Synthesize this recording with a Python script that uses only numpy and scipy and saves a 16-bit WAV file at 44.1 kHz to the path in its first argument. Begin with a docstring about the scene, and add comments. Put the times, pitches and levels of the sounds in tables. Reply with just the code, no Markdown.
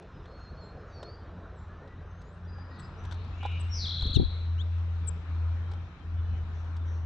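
"""Beaks and claws tick and knock on a wooden feeder throughout: noise bursts excite decaying board modes.
Small birds pip, whistle and warble as gliding tones that echo among trees; far traffic hisses as shaped noise.
A far engine's firing tone swells and fades, a car passes near 1 s, and the image opens from mono to stereo.
Buzzes and chips follow; near 3.7 s a buzz opens a trill, rapid frequency modulation of one whistle.
Wing beats puff air on the microphones near 4 s, a squeak falls, and ticks, whistles and buzzes go on."""
import sys
import numpy as np
from scipy import signal
from scipy.fft import rfft, irfft, next_fast_len
from scipy.io import wavfile
from scipy.ndimage import uniform_filter1d, map_coordinates

SR = 44100
rng = np.random.default_rng(int(sys.argv[2]) if len(sys.argv) > 2 else 0)


def volts_from_decibels(level):
    """Turn decibel levels (scalar or array-like) into linear amplitude factors."""
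    exponent = np.asarray(level, float) / 20
    return 10 ** exponent


def to_wav(sig):
    """Store sig (one row per channel, or 1-D mono) as 16-bit WAV at the path in sys.argv[1].

    Samples outside -1..1 are clipped; the rate is SR.
    """
    pcm = np.clip(np.atleast_2d(sig), -1, 1) * 32767
    pcm = np.round(pcm).astype(np.int16)
    wavfile.write(sys.argv[1], SR, pcm.T)  # frames by channels


N = 310905
TIME = np.arange(N) / SR
SHAKE_RATE = 196  # shakes a second in the opening buzz and the trill


def unit(x):
    """Normalization: scales a signal to rms 1."""
    return x / np.sqrt(np.mean(x ** 2) + 1e-20)


def along(points, hz):
    """Interpolates (frequency [Hz], value) points on a logarithmic frequency axis."""
    f, v = np.transpose(points)
    return np.interp(np.log(hz + 1), np.log(f + 1), v)


def curves(rows, t=TIME):
    """Piecewise-linear control: one value per sample for each column after the first."""
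    s, *columns = np.transpose(rows)
    return [np.interp(t, s, column) for column in columns]


def span(rows):
    """Windowing: first sample, times and a tapered envelope of a note."""
    first = round(rows[0][0] * SR)
    t = TIME[first:round(rows[-1][0] * SR)]
    return first, t, signal.windows.tukey(len(t), min(1, 400 / len(t)))


def wobble(rate, size=N):
    """Band-limited random modulation: a smooth curve through rate random knots a second."""
    knots = rng.standard_normal(int(size * rate / SR) + 4)
    return map_coordinates(knots, [np.arange(size) * rate / SR])


def filtered(x, response):
    """Linear filtering: the spectrum is multiplied by a response of frequency."""
    m = next_fast_len(x.shape[-1] + 8192)
    return irfft(rfft(x, m) * response(np.fft.rfftfreq(m, 1 / SR)), m)[..., :x.shape[-1]]


def add(out, first, x, pan_db):
    """Superposition: mixes a sound in, placed by a level difference of left over right."""
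    x = x[:N - first]
    out[:, first:first + len(x)] += x * volts_from_decibels([[.5], [-.5]] * np.broadcast_to(pan_db, x.shape))


def sine(hz):
    """Phase is the integral of frequency: a tone of rms 1 that follows a pitch curve."""
    return np.sqrt(2) * np.sin(2 * np.pi * np.cumsum(hz) / SR)


def swell(length, edge_s):
    """Amplitude envelope: progress 0-1 of a note and its linear rise, hold and fall."""
    u = np.linspace(0, 1, round(length * SR))
    return u, np.clip(np.minimum(u, 1 - u) * length / edge_s, 0, 1)


def slur(length, start_hz, end_hz, bend, octave_db, late=1, hook_hz=0):
    """Frequency sweep with a second harmonic: a quick slide that grows louder and stops."""
    u = np.linspace(0, 1, round(length * SR))
    hz = end_hz + (start_hz - end_hz) * (1 - u) ** bend + hook_hz * u ** 4
    octave = volts_from_decibels(octave_db) / (u + .15) * sine(2 * hz)  # strongest against the tone at the soft start
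    return u ** late * np.clip((1 - u) / 0.22, 0, 1) * (sine(hz) + octave)


def shaken(hz, swing_hz, rate, rough, pulse_db=0):
    """Frequency modulation: a whistle shaken fast; positive pulse_db makes its low pitches louder."""
    size = len(hz)
    phase = 2 * np.pi * np.cumsum(rate * (1 + .1 * rough * wobble(50, size=size))) / SR
    shake = np.sin(phase) + rough * wobble(300, size=size)
    level_db = 7.7 * rough * wobble(400, size=size) - pulse_db * shake
    return volts_from_decibels(level_db) * sine(hz + swing_hz * shake)


def birds():
    """Direct sound plus reflections: all the calls among echoing trees."""
    near, echo = np.zeros((2, 2, N))
    for call in (trill, opening_buzz, buzzes, chips, short_slurs, squeak, warbles, whistles, far_calls, pips):
        call(near, echo)
    wall = .3 * np.roll(echo, round(.025 * SR), axis=1)  # one reflection
    return near + wall + woods(echo, delay_s=.012)


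def trill(near, echo):
    """Periodic frequency modulation: one pitch pattern repeats at a slowing rate and dies away."""
    start_s, end_s = 3.8565, 4.285
    rate, slows = 40.8, 18  # syllables a second, and their loss a second
    # pitch pattern of one syllable: (share of its length [0-1], frequency [Hz], relative level [dB])
    syllable = [(0, 3581, -5.5), (.1, 3423, 5.5), (.21, 3225, -4.5), (.33, 3504, -15.5), (.45, 3812, 3),
                (.6, 4060, 5.5), (.78, 4400, -5), (.9, 4082, -4)]
    u, edge = swell(end_s - start_s, 0.0089)
    t = u * (end_s - start_s)
    closed = [*syllable, (1, *syllable[0][1:])]  # each ends where the next begins
    hz, accent_db = curves(closed, np.cumsum(rate - slows * t) / SR % 1)
    shake = np.sin(2 * np.pi * SHAKE_RATE * t)  # the buzz lingers in every syllable
    hz = hz + 60 * shake
    accent_db = accent_db + 0.9 * shake - 4 * np.exp(-t / .03)
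    accent_db = accent_db - 74 * np.clip(t - 0.28, 0, None)  # tires after 0.28 s
    accent_db = accent_db - 12.5 * t * np.clip((3750 - hz) / 300, 0, 1)  # low strokes fade faster
    level_db = -37.5 - 9.5 * t + accent_db + 1.5 * wobble(120, size=len(t))
    song = edge * volts_from_decibels(level_db) * sine(hz)
    add(near, round(start_s * SR), song, 4)
    add(echo, round(start_s * SR), volts_from_decibels(-4.0) * song, 2.5)


def opening_buzz(near, echo):
    """Frequency modulation of growing width: the buzz before the trill widens, then falls in pulses."""
    # path of the buzz: (time [s], centre frequency [Hz], level [dB], swing [Hz], pulse depth [dB])
    opening = [(3.69, 5560, -71, 10, 0.5), (3.728, 5560, -43.5, 46, -2), (3.745, 5530, -42.5, 400, 2),
               (3.77, 5610, -43, 530, 3), (3.79, 5350, -43, 740, 5), (3.815, 4770, -42, 560, 6.5),
               (3.84, 4200, -39, 250, 4.5), (3.848, 3754, -39, 40, 0), (3.858, 3350, -35.5, 20, 1.5),
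               (3.866, 3140, -41.5, 20, -1)]
    first, t, edge = span(opening)
    hz, db, swing_hz, pulse_db = curves(opening, t)
    buzz = edge * volts_from_decibels(db) * shaken(hz, swing_hz, SHAKE_RATE, .08, pulse_db)
    add(near, first, buzz, 3.5)
    add(echo, first, volts_from_decibels(-3.0) * buzz, 2.5)


def buzzes(near, echo):
    """Frequency modulation about a steady centre: shakes too fast to follow are heard as a buzz."""
    # (time [s], length [s], centre frequency [Hz], level [dB], shakes a second [Hz], roughness [0-1], swing [Hz])
    steady_buzzes = [(3.397, 0.19, 2655, -50.5, 103, 0.09, 340), (2.7, 0.13, 4180, -69.5, 90, .4, 365),
                     (2.93, 0.18, 2600, -70, 120, .4, 365), (3.1, 0.16, 3900, -67, 130, 0.3, 365),
                     (3.425, 0.046, 3560, -53, 118, .25, 280), (3.5, .12, 3850, -70, 103, .3, 330),
                     (6.53, 0.11, 5980, -75, 190, 0.42, 365), (6.854, 0.14, 5890, -73, 180, 0.42, 365)]
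    for s, length, hz, db, rate, rough, swing_hz in steady_buzzes:
        u, edge = swell(length, edge_s=0.015)
        buzz = edge * volts_from_decibels(db) * shaken(hz + 0 * u, swing_hz, rate, rough)
        add(near, round(s * SR), buzz, 3.5)
        add(echo, round(s * SR), volts_from_decibels(-2.5) * buzz, 2.5)


def chips(near, echo):
    """Downward frequency sweep: one bird's chips slur from a shared top pitch and hook up at the end."""
    top_hz, length_s, bend, octave_db = 9160, 0.026, 3.25, -48
    echo_db = -69.5  # the same for all
    # (time [s], end frequency without hook [Hz], hook rise [Hz], level [dB], left over right [dB])
    chip_rows = [(2.786, 7570, 480, -62.5, 22), (3.594, 7920, 150, -54, 17), (5.069, 7540, 200, -40.5, 26)]
    for s, end_hz, hook_hz, db, pan_db in chip_rows:
        chip = slur(length_s, top_hz, end_hz, bend, octave_db, 0.94, hook_hz)
        add(near, round(s * SR), volts_from_decibels(db) * chip, pan_db)
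        reply = slur(length_s, top_hz, end_hz, bend, octave_db, late=0.4)
        add(echo, round(s * SR), volts_from_decibels(echo_db) * reply, 0.27 * pan_db)


def short_slurs(near, echo):
    """Frequency sweep: short slides of other birds, with a weak second harmonic."""
    # (time [s], start frequency [Hz], end frequency [Hz], level [dB], octave gain [dB], left over right [dB])
    slur_rows = [(1.555, 8000, 7020, -73, -40, -9), (4.576, 2640, 3880, -51, -25.5, 26)]
    for s, start_hz, end_hz, db, octave_db, pan_db in slur_rows:
        call = slur(.05, start_hz, end_hz, 0.91, octave_db, late=1.0)
        add(near, round(s * SR), volts_from_decibels(db) * call, pan_db)
        add(echo, round(s * SR), volts_from_decibels(min(db, -61.5)) * call, 0.3 * pan_db)


def squeak(near, echo):
    """Harmonic series: partials glide down in parallel as a harsh squeak close by, without echo."""
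    start_s, length_s, start_hz, end_hz = 4.139, .035, 1196, 872
    # partials of the squeak: (harmonic number, level [dB], lateness of its swell [exponent])
    partials = [(3, -45, .1), (4, -27.5, 1.1), (6, -51.5, 0.36), (7, -66, .6), (8, -62.5, 0.48)]
    for k, db, late in partials:
        partial = slur(length_s, k * start_hz, k * end_hz, 1.3, -120, late)
        add(near, round(start_s * SR), volts_from_decibels(db) * partial, 9)


def warbles(near, echo):
    """Continuous frequency modulation: one bird's phrases waver along a pitch curve."""
    # phrases, each a list of (time [s], frequency [Hz], level [dB])
    phrases = [
        [(.265, 4220, -75), (.336, 4300, -69), (.378, 4350, -65), (.39, 4230, -76), (.416, 4270, -65),
         (.486, 4206, -65), (.508, 4430, -68), (.52, 4270, -73), (.55, 4180, -75.5), (.59, 4400, -60.5),
         (.65, 4180, -62), (.674, 4290, -63), (.685, 4150, -64.5), (.7, 4220, -65), (.725, 4260, -79),
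         (.82, 4200, -83)],
        [(.878, 4660, -86), (.915, 4520, -73), (.955, 4560, -65), (.998, 4420, -60.5), (1.04, 4350, -60.5),
         (1.076, 4320, -58.5), (1.09, 4420, -58), (1.108, 4640, -61), (1.13, 4600, -67), (1.155, 4690, -63.5),
         (1.168, 4680, -74)],
    ]
    for rows in phrases:
        first, t, edge = span(rows)
        hz, db = curves(rows, t)
        level_db = db + 2.6 * wobble(55.6, size=len(t))
        phrase = edge * volts_from_decibels(level_db) * sine(hz + 22 * wobble(70, size=len(t)))
        add(near, first, phrase, 3)
        add(echo, first, volts_from_decibels(-11.5) * phrase, 1.5)


def whistles(near, echo):
    """Pure tones, level or gliding; the faint come from far off, smeared and with more echo."""
    # level whistles: (time [s], length [s], frequency [Hz], level [dB])
    notes = [(3.35, .08, 6780, -91), (2.435, 0.029, 5701, -80), (2.47, 0.17, 4880, -68),
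             (2.633, 0.14, 4916, -71), (2.815, 0.05, 4969, -65), (2.93, .035, 4920, -76),
             (3.362, .04, 2750, -64.5), (3.58, 0.11, 2765, -62), (6, .045, 3160, -68),
             (5.65, .035, 3160, -70.5), (5.715, .08, 3160, -72.5), (5.87, .11, 3150, -81),
             (5.525, .035, 3900, -73), (5.46, 0.12, 2400, -73.5), (6.24, 0.19, 3000, -73),
             (6.18, .035, 3460, -70), (6.22, .13, 3450, -79.5), (6.165, .04, 3020, -70),
             (6.55, .05, 3450, -74), (6.72, 0.12, 3560, -75)]
    # gliding whistles: (time [s], length [s], start frequency [Hz], end frequency [Hz],
    # haste [under 0 quick at first, over 0 quick at last], level [dB])
    glides = [(.365, 0.1, 6500, 6740, 1.5, -83), (.61, 0.08, 7230, 7750, 2.2, -83),
              (2.05, 0.31, 6150, 8950, 4.5, -84), (3.32, .04, 2500, 2640, -1.5, -65)]
    level_notes = [(s, length, hz, hz, 1, db) for s, length, hz, db in notes]
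    for s, length, start_hz, end_hz, haste, db in [*level_notes, *glides]:
        u, edge = swell(length, edge_s=.012)
        faint_db = max(0, -70 - db)
        hz = start_hz + (end_hz - start_hz) * np.expm1(haste * u) / np.expm1(haste)
        hz = hz + 14 * wobble(45, size=len(u))
        hz = hz + 1.5 * faint_db * wobble(250, size=len(u))
        dull_db = (hz - min(start_hz, end_hz)) / 1000  # 1 dB per kHz: the high end of a glide carries less
        flutter_db = 2.2 + (.1 if start_hz != end_hz else .35) * faint_db
        note = edge * volts_from_decibels(db - dull_db + flutter_db * wobble(60, size=len(u))) * sine(hz)
        add(near, round(s * SR), note, 3)
        add(echo, round(s * SR), volts_from_decibels(-13 + .55 * faint_db) * note, 1.5)


def far_calls(near, echo):
    """Random amplitude and frequency modulation: far calls arrive broken, with strong echo."""
    # calls, each a list of (time [s], frequency [Hz], level [dB])
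    call_paths = [
        [(.858, 7600, -92), (.876, 6700, -82), (.92, 5950, -80), (.96, 5520, -77), (1.0, 5220, -74),
         (1.06, 4880, -76), (1.09, 4780, -74), (1.19, 4790, -77)],
        [(1.685, 1642, -67), (1.73, 1726, -66), (1.81, 1776, -67), (1.86, 1905, -66), (1.92, 1960, -70),
         (1.99, 1910, -71.5), (2.03, 1950, -71)],
        [(2.5, 1560, -72), (2.57, 1654, -60.5), (2.6, 1740, -61), (2.64, 1790, -76), (2.69, 1860, -74),
         (2.72, 1900, -62), (2.79, 1965, -67), (2.82, 1900, -70), (2.87, 1920, -68)],
        [(2.972, 5550, -80.5), (2.995, 5920, -72), (3.025, 6020, -80), (3.04, 6030, -74), (3.06, 5900, -81)],
    ]
    for rows in call_paths:
        first, t, edge = span(rows)
        hz, db = curves(rows, t)
        level_db = db + 2.8 * wobble(45, size=len(t))
        wavering_hz = hz * (1 + .0000025 * hz * wobble(120, size=len(t)))  # waver grows as pitch squared
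        call = edge * volts_from_decibels(level_db) * sine(wavering_hz)
        add(near, first, call, 2)
        add(echo, first, volts_from_decibels(-1) * call, 1)


def pips(near, echo):
    """Windowed pure tones: a far bird's even pips, without echo."""
    # (time [s], length [s], level [dB])
    pip_rows = [(0.125, 0.091, -75.5), (0.22, .03, -78), (0.295, 0.055, -77), (.365, .03, -83),
                (.43, .055, -76), (.545, .035, -76), (0.59, 0.095, -81), (.7, 0.03, -81), (.76, .085, -79),
                (0.885, 0.06, -80)]
    for s, length, db in pip_rows:
        size = round(length * SR)
        envelope = volts_from_decibels(db + 1.4 * wobble(60, size=size)) * signal.windows.tukey(size, .6)
        add(near, round(s * SR), envelope * sine(5080 + 16 * wobble(60, size=size)), 0)


def woods(x, delay_s):
    """Reverberation: trunks scatter the song, partly alike on both sides; each band has its own decay."""
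    # decay of the woods: (frequency [Hz], time to fall 60 dB [s])
    decay = [(1500, 0.2), (2700, 0.53), (3300, 0.66), (3900, 1), (4250, 0.72), (4700, 0.6), (6000, 0.55),
             (8000, 0.42)]
    noise = np.array([[1, .5], [1, -.5]]) @ rng.standard_normal((2, SR))
    hz, t, z = signal.stft(noise, SR, nperseg=256)
    tail = signal.istft(z * volts_from_decibels(-60 * t / along(decay, hz)[:, None]), SR, nperseg=256)[1]
    tail = np.pad(tail, ((0, 0), (round(delay_s * SR), 0))) / np.linalg.norm(tail[0])
    return signal.fftconvolve(x, tail, axes=1)[:, :N]


def feeder():
    """Impact and modal resonance: ticks are short scratches of noise, with knocks of damped board modes."""
    # ticks on the board: (time of scratch peak [s], level [dB], left over right [dB],
    # knock gain before a common 2 dB lift [dB], brightness [dB per octave])
    ticks = [(0.026, -63.5, 3.5, 16, 2), (0.258, -56, 0, 5, -2), (0.397, -71.5, 0, 8, 1),
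             (1.031, -49.5, -9, 14.5, 1), (1.8773, -68, -18, 9, 0), (2.218, -64, -12, 3, 4),
             (2.586, -59.5, 2, 19.5, -3.5), (2.798, -56.5, 3, -13, 2.5), (3.04, -63, -11, 12, 3),
             (3.052, -53, 5.5, 7, 2), (3.1135, -49.5, 7.5, -7, 0), (3.1245, -47, 9, 6, 0.5),
             (3.144, -59.5, 6, 14, 3), (3.248, -61, 12, -1, -0.5), (3.28, -67, 4, 0, 0),
             (3.432, -51, -3, 16, -1), (3.454, -54, -7, 25.5, -0.5), (3.461, -50.5, -6, 16, 0.5),
             (3.5178, -59, 4, -7, 1.5), (3.599, -57, 6, 15.5, -4), (3.862, -52, 1, -15, 1.5),
             (4.01, -55, 2.25, -5, 3), (4.025, -51, 11, 9, 2), (4.067, -55.5, 16, -6, 2.5),
             (4.108, -56, -5.5, -12, 1), (4.783, -65, 3, -9, 2), (4.946, -71, 2, -6, 1),
             (5.076, -61.5, 5, 3, 2.5), (5.11, -60, 5, 3, -2), (5.347, -66, 3, 6, -1),
             (5.717, -53, 4, 10.5, 0.5), (5.7366, -57.5, 5, 16.5, 2), (6.644, -70, -3, 4, 5.5),
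             (6.768, -58, -2, -7, 4), (6.88, -70, 2, 5, 3)]
    # scratch spectrum: (frequency [Hz], gain [dB])
    snap = [(200, -120), (400, -1), (1500, 4), (2500, -7.5), (3600, 2), (4500, -7), (5600, -9), (7000, -17),
            (8200, -18), (9500, -32.5), (12500, -36.5), (15000, -120)]
    # board modes: (frequency [Hz], mean level [dB], time to fall 60 dB [s])
    board = [(400, -8, .022), (520, -7, .03), (813, 0, .034), (985, -6, .035), (1430, -12, .03)]
    out, t = np.zeros((2, N)), TIME[:4096]
    u = t / 0.0044
    contact = 1 - np.exp(-t / .0025)  # soft contact
    for s, db, pan_db, knock_db, tilt_db in ticks:
        noise = filtered(rng.standard_normal(len(t)),
                         lambda hz: volts_from_decibels(along(snap, hz) + tilt_db * np.log2((hz + 1) / 3000)))
        scratch = unit(noise) * u * np.exp(1 - u) ** 1.4
        knock = sum(volts_from_decibels(level + rng.normal(0, 3.9) - 60 * t / t60) * np.sin(2 * np.pi * hz * t)
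                    for hz, level, t60 in board)
        tick = scratch + volts_from_decibels(knock_db + 2.0) * knock * contact
        add(out, round((s - .003) * SR), volts_from_decibels(db) * tick, pan_db)
    return out


def puff(s, hz, cycles):
    """Pressure pulse: a push of air and its rebound under a Gaussian envelope."""
    u = (TIME - s) * hz
    return -np.sin(2 * np.pi * u) * np.exp(-(2 * u / cycles) ** 2)


def wings():
    """Unsteady airflow: three evenly spaced wing beats, then wake thumps and swirls over the microphones."""
    beat_s, gap_s, beat_db, loss_db = 4.032, .041, -16.5, 2  # first, period, level, loss a beat
    down_hz, up_hz, up_db, up_after_s = 62, 199, -12, .025  # downstroke push, upstroke flick
    lee_db, lee_cycles = -17, 0.49  # thumps: the right microphone is sheltered and reached later
    swirl_s, swirl_lag_s = 0.0047, 0.00084  # rise of a swirl, delay on the right
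    # wake over the microphones: (time [s], thump frequency [Hz], thump level [dB], swirl level [dB])
    wakes = [(4.166, 98, -7, -24.5), (4.194, 67, -10, -21.5), (4.221, 110, -14.5, -31.5),
             (4.252, 52, -16, -51)]
    # swirl spectrum: (frequency [Hz], gain [dB])
    swirl_spectrum = [(90, -120), (150, -6), (230, 4.5), (340, -4.5), (550, -15), (800, -30), (1300, -120)]
    out = np.zeros((2, N))
    for k in range(3):
        s = beat_s + k * gap_s
        beat = puff(s, down_hz, cycles=0.72) + volts_from_decibels(up_db) * puff(s + up_after_s, up_hz, cycles=0.91)
        out += volts_from_decibels(beat_db - k * loss_db) * beat * volts_from_decibels([[0], [-2.1]])
    noise = filtered(rng.standard_normal((2, N)), lambda hz: volts_from_decibels(along(swirl_spectrum, hz)))
    late_side = np.roll(noise[0], round(swirl_lag_s * SR)) + 0.26 * noise[1]
    swirl = unit(np.array([noise[0], late_side]))
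    for s, hz, thump_db, swirl_db in wakes:
        sheltered = volts_from_decibels(lee_db) * puff(s + lee_cycles / hz, hz, cycles=1.0)
        out += volts_from_decibels(thump_db) * np.array([puff(s, hz, cycles=1.18), sheltered])
        u = np.clip((TIME - s - .002) / swirl_s, 0, None)
        gust = u * np.exp(1 - u)  # strikes fast, dies slower
        burst = gust * swirl
        out += volts_from_decibels(swirl_db) * burst * np.linalg.norm(gust) / np.linalg.norm(burst, axis=1, keepdims=True)
    return out


def engine():
    """Periodic firing: a far engine's slowly sagging tone and weak octave, a little late on the right."""
    # firing tone: (time [s], mean level [dB])
    drone = [(0, -57), (1.3, -50), (1.5, -48), (2.3, -51.5), (2.45, -40.5), (2.92, -49.5), (3.06, -36),
             (3.3, -40), (3.68, -32), (3.9, -38.5), (4.3, -35), (4.5, -29), (4.78, -29), (5.16, -34.5),
             (5.25, -40), (5.3, -33), (5.5, -26), (5.86, -39), (5.95, -61), (6.06, -38), (6.16, -29),
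             (6.45, -35), (7.05, -31)]
    hz = 89.23 - .9 * TIME + 0.81 * wobble(4)
    db, = curves(drone)
    firing = volts_from_decibels(db + 1.2 * wobble(9)) * sine(hz)
    octave = volts_from_decibels(-62.5 + 4.9 * wobble(8.8)) * sine(2 * hz)
    tone = firing + octave
    return np.array([tone, np.roll(tone, 11)]) * volts_from_decibels([[.7], [-.7]])  # 11 samples late


def rush(spectrum, patchy_db):
    """Diffuse field: partly coherent stereo noise with patches of random gain, its mono mean of rms 1."""
    # diffuseness: (frequency [Hz], side over mid [dB])
    spread = [(60, -23), (110, -16.5), (180, -27.5), (320, -18.5), (560, -13), (990, -12.5), (1730, -1.5),
              (3030, 0.5), (5320, -2.5), (9310, 2.5)]
    # balance: (frequency [Hz], left over right [dB])
    lean = [(60, 1.5), (110, 0.5), (180, -1), (320, 1), (560, 1), (990, 1.5), (1730, 3.5), (3030, 9),
            (5320, 0.5), (9310, 4.5)]
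    z = signal.stft(rng.standard_normal((2, N)), nperseg=512)[2]
    field = uniform_filter1d(rng.standard_normal(z.shape[1:]), 5, 0)
    field = uniform_filter1d(field, 12, 1)
    pair = signal.istft(z * volts_from_decibels(patchy_db * unit(field)), nperseg=512)[1][:, :N]
    mid, side = filtered(pair, lambda hz: volts_from_decibels(along(spectrum, hz) + [0 * hz, along(spread, hz)]))
    both = filtered(np.array([mid + side, mid - side]), lambda hz: volts_from_decibels(along(lean, hz) * [[.5], [-.5]]))
    return both / np.std(both.mean(0))


def wind():
    """Turbulent pressure: low noise, mostly alike on both microphones, with a fluctuating level."""
    # wind spectrum: (frequency [Hz], gain [dB])
    gust_spectrum = [(15, -120), (22, -12), (40, -2), (70, -1), (110, -11), (200, -24.5), (400, -120)]
    # wind: (time [s], mean level before a 6.5 dB lift [dB])
    wind_path = [(0, -57), (1.73, -54), (2.5, -57.5), (3.2, -52), (4.3, -47), (4.84, -57), (5.38, -52),
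                 (6.04, -58), (6.34, -44), (6.75, -60.5), (7.05, -54)]
    db, = curves(wind_path)
    puffs = filtered(rng.standard_normal((2, N)), lambda hz: volts_from_decibels(along(gust_spectrum, hz)))
    pair = puffs[0] + 0.15 * puffs[1] * [[1], [-1]]
    return unit(pair) * volts_from_decibels(db + 6.5 + 1.7 * wobble(5.44))


def traffic():
    """Spherical spreading: a passing car's amplitude goes as 1/distance, over far roar and tyre hiss."""
    # spectra of far roar, tyre hiss and cars: (frequency [Hz], gain [dB])
    roar = [(60, -46.5), (100, -0.5), (140, 2.5), (250, -6), (340, -9.5), (450, -24.5), (600, -120)]
    tyres = [(410, -12), (700, -3), (1030, 0), (1120, -1), (1350, 0.5), (1880, -8.5), (2300, -28),
             (2990, -46), (5060, -120)]
    car = [(200, -120), (300, -6.5), (420, 2), (560, -1), (750, -5), (1000, -50.5), (1400, -120)]
    # far traffic: (time [s], level before the gains of roar and tyres [dB])
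    traffic_path = [(0, -58), (.96, -55), (2.42, -57.5), (2.78, -52), (3.3, -54.5), (4.35, -56),
                    (4.84, -57.5), (5.38, -54), (6.04, -56.5), (6.7, -54), (7.05, -55.5)]
    nearest_s, pass_s = 0.96, 0.11  # pass_s: least distance over speed
    db, = curves(traffic_path)
    passing = volts_from_decibels(-54.5) / np.hypot(1, (TIME - nearest_s) / pass_s)
    others = volts_from_decibels(-59.5 - 0.4 * TIME)
    cars = (passing + others) * rush(car, patchy_db=3.0)
    far = volts_from_decibels(db + 2.5) * rush(roar, patchy_db=2.0)
    return far + cars + volts_from_decibels(db - 1.0) * rush(tyres, patchy_db=1.37)


def treble_wash():
    """Diffuse noise: a soft, patchy treble wash that swells near 3.8 s."""
    # treble wash spectrum: (frequency [Hz], gain [dB])
    wash_spectrum = [(1120, -32.5), (1900, -6.5), (2330, -3), (3130, -9), (4010, -7.5), (4440, -15.5),
                     (5760, -16.5), (6430, -21.5), (7730, -29.5), (9760, -46.5), (12700, -65),
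                     (21500, -120)]
    # treble wash: (time [s], level before a 1.5 dB lift [dB])
    wash_path = [(0, -69.5), (2.42, -71.5), (3.2, -65.5), (3.8, -60.5), (4.5, -66.5), (5.38, -65), (6.04, -68),
                 (6.34, -67), (6.7, -66.5), (7.05, -69)]
    db, = curves(wash_path)
    return volts_from_decibels(db + 1.5) * rush(wash_spectrum, patchy_db=2.0)


def scene():
    """Superposition: the pressures of all sources add."""
    return birds() + feeder() + wings() + engine() + wind() + traffic() + treble_wash()


def top_cut(x):
    """Nothing passes above the cut-off."""
    return signal.sosfilt(signal.butter(12, 12380, fs=SR, output="sos"), x)


def record(dry):
    """Mid-side stereo: the side signal fades in and opens the image."""
    # opening of the image: (time [s], side gain [0-1])
    width = [(1.45, 0), (3.4, 1)]
    mid = (dry[0] + dry[1]) / 2
    side = (dry[0] - dry[1]) / 2 * curves(width)[0]
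    return top_cut(np.array([mid + side, mid - side]))


dry = scene()
out = record(dry)
to_wav(out)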